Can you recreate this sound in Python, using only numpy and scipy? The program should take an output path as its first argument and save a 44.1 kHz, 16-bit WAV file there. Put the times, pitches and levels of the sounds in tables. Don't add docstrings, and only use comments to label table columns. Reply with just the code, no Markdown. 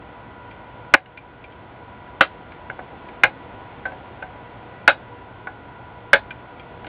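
import sys
import numpy as np
from scipy import signal
from scipy.fft import rfft, irfft, next_fast_len
from scipy.io import wavfile
from scipy.ndimage import map_coordinates

SR = 44100
rng = np.random.default_rng(int(sys.argv[2]) if len(sys.argv) > 2 else 0)


def to_wav(sig):
    pcm = np.clip(np.atleast_2d(sig), -1, 1) * 32767
    pcm = np.round(pcm).astype(np.int16)
    wavfile.write(sys.argv[1], SR, pcm.T)


N = 303408


def amp(db):
    return 10 ** (np.asarray(db) / 20)


def unit(x):
    return x / np.sqrt(np.mean(x ** 2) + 1e-20)


def along(points, hz):
    point_hz, value = np.transpose(points)
    return np.interp(np.log(hz + 1), np.log(point_hz + 1), value)


def filtered(x, response):
    size = next_fast_len(len(x) + 8192)
    spectrum = rfft(x, size) * response(np.fft.rfftfreq(size, 1 / SR))
    return irfft(spectrum, size)[:len(x)]


def wobble(rate):
    points = rng.standard_normal(int(N * rate / SR) + 4)
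    return map_coordinates(points, [np.arange(N) * rate / SR])


def cuts():
    # start_s, blow_db, favoured pitch_hz, its gain_db, weight below it (dB per octave),
    # edge above it (dB per octave), second pitch_hz raised or lowered, by gain_db, ring length (factor)
    cut_list = [(0.9384, 4.5, 1568, 6.5, 4, -3, 2147, 4.5, 0.59),
                (2.2086, 3, 1356, 16.5, -1.5, 0.5, 895, -11, 0.64),
                (3.2350, 3, 2120, 2.5, -1.5, -5, 826, 4.5, 0.61),
                (4.8775, 6.5, 1567, 7, -0.5, -1, 2350, -6.5, 0.61),
                (6.1311, 4.5, 1680, 5, -0.6, -1.3, 2250, -4.5, 0.73)]
    return contacts(cut_list, held_db=5.5, gain_db=-6.0, rattle_db=13.5, rattle_t60=0.064, onset=0.0001,
                    snap=1.54, focus=0.071, spread=0.21, blur=0.064, thud_db=-21.0, room_db=-8.5)


def ticks():
    # start_s, blow_db, favoured pitch_hz, its gain_db, weight below it (dB per octave),
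    # edge above it (dB per octave), ring length (factor)
    tick_list = [(1.0585, -36, 2920, 10, -4, -7, 0.63), (2.0747, -37.5, 1530, 6, -3.5, -7, .43),
                 (2.5187, -39.5, 2340, 9, -2, 1.5, 0.73), (2.6988, -22.5, 2420, 22, 3.5, -24, 0.35),
                 (2.7901, -32, 1940, 11, 6, -21, 0.66), (3.0874, -32.5, 2300, 7, -7, -9, 0.49),
                 (3.8534, -28.5, 1540, 16, 2.8, -9, 1.37), (3.919, -43.5, 1680, 8, 10.5, -3, 0.93),
                 (4.2238, -29.5, 1563, 10.5, 3, -8, 0.83), (5.471, -22.5, 1467, 6, 0, -14, 0.64),
                 (6.8438, -39, 1640, 9, 5.5, -1.5, .82), (6.8664, -42, 1570, 10, 12, 6.5, 0.98)]
    low_hz, low_db = 735, 7.5
    events = [(*contact, low_hz, low_db, length) for *contact, length in tick_list]
    return contacts(events, held_db=-0.5, gain_db=1.0, rattle_db=16, rattle_t60=0.038, onset=0.00043,
                    snap=0.17, focus=0.028, spread=0.085, blur=0.032, thud_db=-22, room_db=-10.0)


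def contacts(events, held_db, gain_db, rattle_db, rattle_t60, onset, snap, focus, spread, blur,
             thud_db, room_db):
    # pitch_hz, level_db, t60_s (time to fade by 60 dB, before the
    # ring length factor), rise_s (before the onset is added); low ones swell late as the bench takes up the jolt
    board = [(315, -12, 0.07, 0.0038), (533.6, 0, 0.085, 0.014), (555.6, 0.5, 0.057, 0.0067),
             (643, 0, 0.097, 0.017), (748, -12.5, 0.19, 0.0079), (844.5, -12, 0.14, 0.0025),
             (1050, -17, 0.046, 0.011), (1225, -44.5, 0.01, 0.00033), (1293, -11, 0.044, 0.0012),
             (1363, -8.5, 0.024, 0.0005), (1489, -0.5, 0.063, 0.001), (1545, -5.5, 0.073, 0.00083),
             (1677, -9.5, 0.12, 0.00048), (1846, -13, 0.055, 0.0013), (1946, -10, 0.045, 0.0012),
             (2154, -6.5, 0.076, 0.00025), (2280, -6.5, 0.039, 0.0006), (2343, -12.5, 0.062, 0.0012),
             (2504, -8.5, 0.045, 0.0012), (2743, -15.5, 0.051, 0.00037), (2870, -8, 0.045, 0.0006),
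             (3240, -27.5, 0.16, .0005), (3480, -26.5, 0.061, 0.00084), (3784, -16.5, 0.072, 0.00028),
             (4210, -22.5, .07, .0005)]
    # (per Hz, before the tilt)
    rattle_colour = [(30, -20.5), (200, -19.5), (600, -0.5), (1500, -5), (2500, -4.5), (3500, -11.5),
                     (4500, -9.5), (5500, -8)]
    low_end_hz, high_end_hz = 550, 4200
    out = np.zeros(N + SR)
    t = np.arange(SR // 4) / SR
    hz, level_db, t60, rise = np.transpose(board)[:, :, None]
    sign = (-1.) ** np.arange(len(hz))[:, None]

    def bump(centre_hz, width):
        return np.exp(-(np.log(hz / centre_hz) / width) ** 2)

    for start_s, blow_db, best_hz, best_db, weight, edge, second_hz, second_db, length in events:
        tilt = [(low_end_hz, weight * np.log2(best_hz / low_end_hz)),
                (best_hz, 0),
                (high_end_hz, edge * np.log2(high_end_hz / best_hz))]
        colour_db = best_db * bump(best_hz, focus) + second_db * bump(second_hz, spread)
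        colour_db = colour_db + held_db * bump(564, 0.15)
        chance_db = 0.81 * rng.standard_normal(hz.shape)
        strength = amp(level_db + colour_db + along(tilt, hz) + chance_db)

        drift = np.cumsum(rng.standard_normal((len(hz), len(t))), axis=1) * blur * np.sqrt(hz / 1500)
        phase = 2 * np.pi * hz * t + drift + hz / 1500 * rng.standard_normal(hz.shape)
        swell = (1 - np.exp(-t / (np.abs(rise) + onset))) ** 2
        swell = swell * (1 + snap * (hz > 1150) * np.exp(-(t / 0.0063) ** 2))
        fade = amp(-60 * t / (t60 * length))
        ring = np.sum(sign * strength * swell * fade * np.sin(phase), axis=0)

        noise = filtered(rng.standard_normal(len(t)), lambda f: amp(along(rattle_colour, f) + along(tilt, f)))
        rattle_rise = 1 - np.exp(-t / (0.00097 + onset))
        rattle = amp(rattle_db - 60 * t / (rattle_t60 * length)) * rattle_rise * noise
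        thud = amp(thud_db - 60 * t / 0.034) * np.sin(2 * np.pi * 140 * t)
        add_in_room(out, amp(blow_db + gain_db) * (ring + rattle + thud), start_s, room_db)
    return out[:N]


def drops(blur, tick_db, tick_t60, room_db):
    # pitch_hz, level_db, t60_s (time to fade by 60 dB), rise_s
    lead = [(1510, -6, .035, 0.0021), (2380, 0, 0.05, 0.0018), (3210, -5.5, 0.024, 0.00086),
            (4670, -7, 0.024, 0.0011)]
    # start_s, level_db, brightness (dB per octave)
    drop_list = [(0.511, -37.5, 5), (1.1735, -26, -7), (1.4405, -31.5, -1), (1.522, -39.5, 7),
                 (6.3065, -24.5, -8.5), (6.5960, -35, 9)]
    # (per Hz, relative)
    scratch = [(1200, -29), (2000, 8), (2600, 5), (3600, -7), (5000, -7)]
    out = np.zeros(N + SR)
    t = np.arange(SR // 8) / SR
    hz, level_db, t60, rise = np.transpose(lead)[:, :, None]
    for start_s, drop_db, bright in drop_list:
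        drift = blur * np.cumsum(rng.standard_normal((len(hz), len(t))), axis=1)
        chance_db = 1.8 * rng.standard_normal(hz.shape)
        strength = amp(level_db + bright * np.log2(hz / hz[1]) + chance_db)
        shape = (1 - np.exp(-t / rise)) ** 2 * amp(-60 * t / t60)
        ping = np.sum(strength * shape * np.sin(2 * np.pi * hz * t + drift), axis=0)

        noise = unit(filtered(rng.standard_normal(len(t)), lambda f: amp(along(scratch, f))))
        tick = amp(tick_db - 60 * t / tick_t60) * (1 - np.exp(-t / rise[-1])) * noise
        add_in_room(out, amp(drop_db) * (ping + tick), start_s, room_db)
    return out[:N]


def add_in_room(out, dry, start_s, room_db):
    wet = signal.fftconvolve(np.pad(dry, (260, 0)), room_tail())
    start = round(start_s * SR)
    out[start:start + len(dry)] += dry
    out[start:start + len(wet)] += amp(room_db) * wet


def room_tail():
    # pitch_hz, t60_s (time to fade by 60 dB)
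    room = [(100, .12), (500, 0.13), (1500, 0.092), (3000, 0.11), (5000, 0.16)]
    hz, t, grid = signal.stft(rng.standard_normal(SR // 3), SR, nperseg=256)
    fade = amp(-60 * t / along(room, hz)[:, None])
    tail = signal.istft(grid * fade, SR, nperseg=256)[1]
    return tail / np.linalg.norm(tail)


def fan(rush_db, flutter_db, whine_db):
    # (per Hz, relative)
    air = [(15, -37), (58, 0), (112, -3.5), (170, -5.5), (300, -4), (480, -7.5), (750, -4), (1080, -9.5),
           (1200, -14), (1450, -14), (1700, -17), (2050, -16), (3600, -24.5), (3900, -28.5), (5500, -22)]
    # pitch_hz, width_hz, level_db
    housing = [(114.4, 40, -51.5), (480.2, 14, -56), (818, 13, -62.5), (966.6, 76, -54)]
    # multiple of the shaft speed, level_db (middle of its wobble)
    whine = [(14, -51.5), (15, -66), (18, -64), (20, -57.5), (21, -58), (22, -63.5), (28, -62.5)]
    shaft_hz = 70.08
    rush = unit(filtered(rng.standard_normal(N), lambda f: amp(along(air, f))))
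    out = amp(rush_db + flutter_db * wobble(5.5) + 1.2 * wobble(0.69)) * rush
    for hz, width, level_db in housing:
        noise = filtered(rng.standard_normal(N), lambda f: 1 / (1 + ((f - hz) / width * 2) ** 2))
        out += amp(level_db) * unit(noise)
    turns = np.cumsum(shaft_hz * (1 + 0.0015 * wobble(3))) / SR
    for multiple, level_db in whine:
        strength = amp(level_db + whine_db * wobble(9))
        tone = np.sin(2 * np.pi * (round(multiple) * turns + rng.random()))
        out += np.sqrt(2) * strength * tone
    return out


def scene():
    leads = drops(blur=0.06, tick_db=-3.5, tick_t60=0.036, room_db=-12)
    return (cuts() + ticks() + leads + fan(rush_db=-41, flutter_db=0.2, whine_db=2.0))[None]


def level_dip():
    steady_db, dip_db = -0.24, -14.5
    start_s, fall_s, half_return_s = 0.95, 0.0079, 0.093
    since = np.arange(N) / SR - start_s
    fall = np.clip(since / fall_s, 0, 1)
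    recovery = 1 + np.clip(since - fall_s, 0, None) / half_return_s
    return amp(steady_db + dip_db * fall / recovery)


def record(dry):
    # pitch_hz, gain_db
    band_edge = [(3500, 0.8), (3900, -6.5), (4400, -12), (4800, -24.5), (5200, -38.5), (5600, -82)]
    top = 1.043
    saturated = dry[0] / (1 + np.abs(dry[0] / top) ** 6) ** (1 / 6)
    narrow = filtered(saturated, lambda hz: amp(along(band_edge, hz)))
    loud = narrow * level_dip()
    hiss = amp(-96) * rng.standard_normal(N)
    clipped = np.clip(loud, -0.995, 0.995) + hiss
    return filtered(clipped, lambda hz: 1 / (1 + (hz / 17500) ** 12) * (hz < 19300))[None]


dry = scene()
out = record(dry)
to_wav(out)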